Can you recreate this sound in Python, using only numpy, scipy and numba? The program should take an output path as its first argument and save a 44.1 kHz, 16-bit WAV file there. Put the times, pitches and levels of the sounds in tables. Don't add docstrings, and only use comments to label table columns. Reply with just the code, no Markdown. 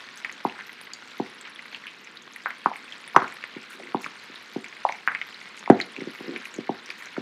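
import sys
import numpy as np
from scipy import signal
from scipy.fft import rfft, irfft
from scipy.io import wavfile
from scipy.ndimage import uniform_filter1d
from numba import njit

SR = 44100
rng = np.random.default_rng(int(sys.argv[2]) if len(sys.argv) > 2 else 0)


def boost_factor(decibels):
    exponent = np.asarray(decibels, float) / 20
    return 10 ** exponent


def generate_wav(signal):
    frames = np.transpose(np.atleast_2d(signal))
    scaled = np.clip(frames, -1, 1) * 32767
    pcm = np.round(scaled).astype(np.int16)
    wavfile.write(sys.argv[1], SR, pcm)


N = 317960

# pitch_hz, level_db
HUM_COLOUR = [(40, -39), (65, -37), (101, -12), (130, -9), (220, 8), (300, 3.5), (494, 2.5), (570, -13),
              (900, -13.5), (1400, -31)]
# delay_s, level_db
WALL_ECHOES = [
    (.0092, -10.5),
    (0.0131, -15.5),
    (0.019, -34),
    (.056, -23),
]
# time_s, level_db
FRYING_LEVEL = [(0.0, -45), (0.46, -46.5), (0.98, -47.5), (1.38, -46.5), (2.29, -49.5), (2.6, -47),
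                (3.35, -45), (3.82, -47), (4.26, -45.5), (4.6, -47.5), (4.92, -45), (5.06, -50.5),
                (5.25, -46), (5.599, -47), (6.41, -44), (6.6, -47), (7.21, -45.5)]
# pitch_hz, level_db
SIZZLE_COLOUR = [(290, -8.5), (500, -6.5), (553, -4), (740, -6.5), (1080, 0.5), (1260, -1), (1380, 2),
                 (2100, 2), (3020, -2.5), (4090, -4.5), (6330, -21), (12300, -41), (14700, -55.5),
                 (16000, -50)]
# pitch_hz, level_db
CLICK_TONE = [(600, -16.5), (2000, -1.5), (4500, -2), (8000, -20), (15000, -27)]
# start_s, length_s, droplet_db, centre_hz, width_octaves
STEAM_PUFFS = [(0.172, 0.033, -46, 7060, 1.3), (0.55, 0.073, -33.5, 1800, .6),
               (0.665, 0.055, -56, 12400, .3), (0.817, 0.025, -57, 12000, .2),
               (0.94, 0.019, -58, 5000, 1.5), (1.452, 0.04, -35.5, 3040, 1.47),
               (1.724, .045, -37.5, 3350, 1.03), (1.711, 0.054, -62, 13000, 0.37),
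               (1.874, 0.023, -36, 2700, 0.38), (2.756, 0.031, -54, 11000, .8),
               (3.702, .045, -46.5, 10000, 1.2), (3.703, 0.044, -35, 1580, 0.13),
               (3.789, 0.033, -56, 8650, 0.36), (4.016, 0.043, -39.5, 7500, 1.2),
               (5.567, 0.036, -44, 6850, 1.1), (6.135, 0.077, -52.5, 12000, 0.43),
               (6.45, 0.023, -50, 10800, 0.43), (6.531, 0.041, -56, 6960, 0.32),
               (6.978, 0.063, -49, 11100, 1.3), (7.002, 0.072, -33.5, 1960, 0.44)]
# start_s, peak_db, pitch_hz
FAT_SPITS = [(0.158, -42, 10250), (0.174, -32, 6200), (0.3247, -33.5, 6540), (0.813, -36, 9600),
             (0.934, -28, 6730), (1.411, -34.5, 7700), (2.0462, -39, 6200), (2.2216, -40, 6500),
             (2.3346, -38, 6440), (2.361, -39, 11100), (2.4853, -41, 13600), (2.7657, -39.5, 8500),
             (3.0773, -35.5, 9400), (3.1622, -26, 5900), (3.2799, -40, 6810), (3.3223, -39, 7600),
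             (3.3398, -40, 11200), (4.01, -43, 6600), (4.6418, -40, 7500), (4.6836, -38, 6010),
             (4.922, -33.5, 5970), (5.593, -34, 6480), (5.7004, -33, 6700), (5.7994, -34.5, 6150),
             (6.4537, -38, 6500), (6.541, -33, 6900), (6.562, -36.5, 6440), (6.86, -32, 5600),
             (6.902, -26.5, 4670), (7.0572, -33.5, 6100)]
# start_s, peak_db, pitch_hz
BUBBLE_POPS = [(0.247, -16, 2100), (0.2948, -23.5, 2050), (0.5904, -27.5, 1560), (0.608, -28, 2020),
               (0.6935, -27.5, 2040), (0.8716, -31.5, 2020), (0.935, -26.5, 4650), (1.4501, -35, 2000),
               (1.5594, -33, 3350), (1.592, -25.5, 2090), (1.746, -24, 2700), (1.857, -30.5, 1680),
               (1.8679, -26, 2600), (2.171, -31, 3920), (2.361, -25.5, 2030), (2.9226, -27.5, 3210),
               (3.0762, -30.5, 2030), (3.4388, -18.5, 2050), (3.551, -32, 2140), (3.835, -32.5, 2080),
               (3.8714, -28.5, 2040), (4.357, -30, 3930), (4.7263, -31, 2085), (5.3438, -32, 4100),
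               (5.4143, -30.5, 2140), (6.1499, -29.5, 2000), (6.3611, -19, 2270), (6.4542, -26, 2360),
               (6.9034, -21, 2290), (7.023, -29, 1980)]
# start_s, peak_db, pitch_hz
SEED_CRACKS = [(0.4703, -39, 1600), (0.4863, -32, 2180), (0.4965, -27.5, 2650), (2.4582, -22, 1420),
               (2.505, -21, 1960), (2.6585, -17, 1460), (2.7356, -29.5, 2210), (2.7578, -25, 2220),
               (3.2432, -20.5, 1380), (3.278, -29.5, 2310), (3.3236, -30, 1960), (4.043, -21, 2310),
               (4.0616, -23, 1360), (4.643, -26, 2220), (4.6616, -29.5, 2050), (4.8891, -19.5, 2130),
               (4.923, -21.5, 2200), (4.946, -28.5, 2250), (5.0753, -14.5, 1590), (5.117, -21, 1600),
               (5.149, -14.5, 2085), (5.2144, -16.5, 2200), (5.6595, -24.5, 2180), (5.801, -13, 2076),
               (5.813, -18, 4160), (5.9639, -24, 2470), (6.0066, -27.5, 2040), (7.166, -24, 1480)]
# pitch_hz, level_db, fade_by_60_db_s
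COUNTER_NOTES = [(165, -49, .09), (233.4, -9.5, 0.16), (282, 1, 0.075), (357, 9.5, 0.043),
                 (381, -6.5, 0.054), (481.4, -2.5, 0.11), (631, -12.5, 0.11), (726, -13, 0.11)]
# start_s, length_s, level_db
MORTAR_RUBS = [
    (3.756, 0.14, -44.5),
    (5.978, 0.037, -39),
    (6.07, 0.0088, -37.5),
    (6.2, 0.041, -46),
    (6.278, 0.085, -31),
    (6.548, 0.049, -43.5),
    (6.858, 0.041, -46),
]
# peak_s, cup_peak_db, cup_pitch_hz, counter_peak_db
FLOOR_BLOWS = [(0.4518, -8.5, 883, -18.5), (1.2005, -16.5, 790, -17), (2.6606, -2.5, 1040, -23.5),
               (2.7164, -22, 846, -55), (3.148, -21, 950, -42), (3.152, -20, 1070, -46),
               (3.1565, -25, 1000, -53), (3.164, 2, 1150, -12.5), (3.1658, 2, 900, -13.5),
               (3.5641, -42, 860, -29), (3.8009, -32, 650, -49), (3.9472, -10.5, 890, -17),
               (4.2975, -47, 950, -39.5), (4.562, -25.5, 714, -19.5), (4.8522, -4.5, 865, -54),
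               (4.8961, -16.5, 860, -55), (5.6774, -18, 940, -40), (5.7014, 2.5, 696, 1),
               (5.9845, -40, 910, -31.5), (6.018, -37, 800, -25), (6.0716, -44, 760, -25),
               (6.2066, -34, 785, -31), (6.2784, -39, 1100, -29), (6.5861, -28.5, 560, -21.5),
               (6.6941, -13, 760, -17.5), (7.1798, -23, 610, -20.5)]
# peak_s, cup_peak_db, cup_pitch_hz, counter_peak_db
RIM_TAPS = [
    (2.4598, -8.5, 1440, -64),
    (3.163, -4, 1590, -21),
    (3.2207, -12.5, 1250, -30),
    (4.0637, -27, 1800, -39),
    (5.0764, -5, 1570, -46),
    (5.0844, -10, 1760, -54),
    (5.7007, -8.5, 1460, -33),
]


def level(x, db):
    return x * boost_factor(db) / np.sqrt(np.mean(x ** 2))


def colour(x, table):
    hz, db = np.transpose(table)
    f = np.arange(N // 2 + 1) * SR / N
    gain = boost_factor(np.interp(np.log(f + 1), np.log(hz), db))
    cepstrum = irfft(np.log(gain), N)
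    cepstrum[1:N // 2] *= 2
    cepstrum[N // 2 + 1:] = 0
    return irfft(rfft(x) * np.exp(rfft(cepstrum)), N)


def track(s, db):
    return boost_factor(np.interp(np.arange(N) / SR, s, db))


@njit
def grains(s, hz, cycles, size, power):
    y = np.zeros(N)
    for k in range(len(s)):
        start = int(s[k] * SR)
        rise = cycles[k] / hz[k] * SR
        for i in range(min(int(6 * rise) + 1, N - start)):
            u = i / rise
            swell = (u * np.exp(1 - u)) ** power
            y[start + i] += size[k] * swell * np.sin(2 * np.pi * cycles[k] * u)
    return y


def room_hum():
    return level(colour(rng.standard_normal(N), HUM_COLOUR), -59)


def kitchen(x, walls):
    fade_s, tail_db, dull_hz = 0.18, -8.5, 2630
    t = np.arange(SR // 2) / SR
    noise = rng.standard_normal(len(t))
    dull = signal.lfilter(*signal.butter(1, dull_hz, fs=SR), noise)
    tail = dull * boost_factor(-60 * t / fade_s) + .5 * noise * boost_factor(-60 * t / 0.38)
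    tail *= np.clip(t / 0.0031 - .4, 0, 1)
    tail *= boost_factor(tail_db) / np.sqrt(np.sum(tail ** 2))
    for s, db in walls:
        tail[int(s * SR)] += boost_factor(db)
    return signal.fftconvolve(x, tail)[:N]


def fizz(count, lo_hz, hi_hz, scatter_db, most_db, ring_s):
    when, pitch, size, long = rng.random((count, 4)).T
    hz = lo_hz * (hi_hz / lo_hz) ** pitch
    size_db = np.minimum(-scatter_db * np.log(size), most_db)
    return level(grains(when * N / SR, hz, 0.37 + hz * ring_s * long, boost_factor(size_db), 2.0), 0)


def frying():
    fine_db, wander_db, changes_per_s = -17, 2.5, 5.5
    s, body_db = np.transpose(FRYING_LEVEL)
    steps = rng.standard_normal(99)
    wander = track(np.arange(len(steps)) / changes_per_s, fine_db + wander_db * steps)

    bubbles = fizz(count=9000, lo_hz=691, hi_hz=14900, scatter_db=2.0, most_db=11.5, ring_s=0.0012)
    bubbles = level(colour(bubbles, [(500, -14.0), (16000, 6.5)]), -1.1)

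    hit, size, smear = rng.random((3, N))
    snaps = (hit < 250 / SR) * boost_factor(np.minimum(-4 * np.log(size), 14))
    snaps = level(signal.lfilter([1], [1, -.93], snaps) * (smear - .5), -3.5)

    flecks = boost_factor(-6.5) * fizz(count=900, lo_hz=5000, hi_hz=14960, scatter_db=2.0, most_db=25.0, ring_s=0.0013)
    hiss = level(rng.standard_normal(N), -0.77)
    whole = colour(bubbles + snaps + flecks + hiss, SIZZLE_COLOUR)
    body = signal.sosfiltfilt(signal.butter(3, 5500, fs=SR, output="sos"), whole)
    fine = level(whole - body, 0) * wander
    return (level(body, 0.086) + fine) * track(s, body_db)


def clicks():
    clicks_per_s, click_db, scatter_db = 44, -31, 4
    skin_db = -11
    hit, size, sign = rng.random((3, N))
    train = (hit < clicks_per_s / SR) * boost_factor(click_db + np.minimum(-scatter_db * np.log(size), 13))
    s, db, _ = np.transpose(BUBBLE_POPS + SEED_CRACKS)
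    at = (s * SR).astype(int)
    train[at] = boost_factor(db + skin_db - 8 * size[at])
    return colour(train * np.sign(sign - .5), CLICK_TONE)


def puffs():
    s, length, db, hz, octaves = np.repeat(np.array(STEAM_PUFFS), 90, axis=0).T
    when, low, high, size = rng.random((len(s), 4)).T
    drop_s = s + 1.25 * length * when ** 1.3
    drop_hz = np.clip(hz * 2 ** (octaves * 1.06 * (low + high - 1)), 500, 15300)
    size_db = np.minimum(-2.6 * np.log(size), 11)
    drop_size = boost_factor(db - 12 + size_db - 5.8 * when) * hz / drop_hz
    return grains(drop_s, drop_hz, drop_hz * 0.00063, drop_size, 1.05)


def scattered(count, top_db, range_db, hz, octaves):
    when, size, a, b = rng.random((count, 4)).T
    s = (np.arange(count) + when) / count * (N / SR - .05)
    pitch_hz = np.minimum(hz * 2 ** (octaves * 2.45 * (a + b - 1)), 14500)
    return list(zip(s, top_db - range_db * size, pitch_hz))


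def bursts(rows, spray_db, swell_s, spray_s):
    s, db, hz = np.transpose(rows)
    chance = rng.random((len(s), 28)).T
    swell = swell_s * (0.85 + 0.25 * chance[0])
    out = grains(s + .0004, hz, hz * swell, boost_factor(db), 0.79)
    for ratio, luck in ((1.65, chance[1]), (2.3, chance[2]), (3.1, chance[3])):
        size = boost_factor(db - 9.8 * ratio - 13.0 * luck) * (hz * ratio < 15000)
        out += grains(s + 0.00027, hz * ratio, hz * ratio * swell, size, 0.35)
    out += grains(s + 0.001012, hz, hz * 0.0036, boost_factor(db - 16.5 - 28 * chance[1]), 0.73)
    for gap, pitch in chance[4:].reshape(12, 2, -1):
        drop_s = s + 0.000963 + spray_s * gap
        drop_hz = np.clip(hz * (0.85 + .26 * pitch), 500, 15000)
        out += grains(drop_s, drop_hz, drop_hz * swell, boost_factor(db + spray_db - 23 * gap), 4.6)
    return out


def pops_and_seeds():
    small = scattered(count=60, top_db=-29.5, range_db=15.5, hz=2153, octaves=0.1)
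    return bursts(SEED_CRACKS + BUBBLE_POPS + small, spray_db=-4.5, swell_s=0.00057, spray_s=0.023)


def spits():
    small = scattered(count=110, top_db=-43.5, range_db=11.5, hz=9500, octaves=0.3)
    return bursts(FAT_SPITS + small, spray_db=-5.5, swell_s=0.00032, spray_s=0.021)


def counter(push):
    t = np.arange(SR // 4) / SR
    ring = sum(boost_factor(db - 60 * t / fade_s) * np.sin(2 * np.pi * hz * t) for hz, db, fade_s in COUNTER_NOTES)
    ring = signal.sosfilt(signal.butter(4, 160, "high", fs=SR, output="sos"), ring)
    return signal.fftconvolve(push, ring / np.abs(ring).max())[:N]


def rubs():
    attack_db_per_s, release_db_per_s = 700, 450
    hit, size = rng.random((2, N))
    jerks = (hit < 600 / SR) * (size - .5) * boost_factor(-5 * np.log(size)).clip(0, 4)
    band = signal.butter(2, [210, 600], "band", fs=SR, output="sos")
    jerks = signal.sosfilt(band, counter(jerks))
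    t = np.arange(N) / SR
    gain = np.zeros(N)
    for s, length, db in MORTAR_RUBS:
        before = np.maximum(s - t, 0)
        after = np.maximum(t - s - length, 0)
        gain += boost_factor(db - attack_db_per_s * before - release_db_per_s * after)
    return level(jerks, -5.0) * gain


def knocks():
    blow_cycles, blow_echo_db = 1.69, -6
    tap_cycles, tap_echo_db = 1.27, -0.5
    counter_lag_s = .001
    s, db, hz, low_db = np.transpose(FLOOR_BLOWS + RIM_TAPS)
    tap = np.arange(len(s)) >= len(FLOOR_BLOWS)
    cycles = np.where(tap, tap_cycles, blow_cycles)
    both = []
    for extra_db in (0 * db, np.where(tap, tap_echo_db, blow_echo_db)):
        cup = grains(s - cycles / hz, hz, cycles, boost_factor(db + extra_db), 5.2)
        push = np.zeros(N)
        push[((s + counter_lag_s) * SR).astype(int)] = boost_factor(low_db + extra_db + 3.5)
        both.append(cup + counter(uniform_filter1d(push, size=40)))
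    return both


def scene():
    direct, to_walls = knocks()
    fat = pops_and_seeds() + puffs() + spits()
    near = rubs() + frying()
    echo = kitchen(to_walls, WALL_ECHOES) + kitchen(boost_factor(-6.0) * fat + boost_factor(-9.5) * near, [])
    return (room_hum() + echo + near + clicks() + fat + direct)[None]


def low_pass(x):
    return signal.sosfilt(signal.butter(12, 16380, fs=SR, output="sos"), x)


def record(dry):
    cut = signal.sosfilt(signal.butter(8, 100, "high", fs=SR, output="sos"), dry)
    cut = signal.sosfilt(signal.butter(12, 15000, fs=SR, output="sos"), cut)
    return low_pass(np.clip(cut, -1, 1))


dry = scene()
out = record(dry)
generate_wav(out)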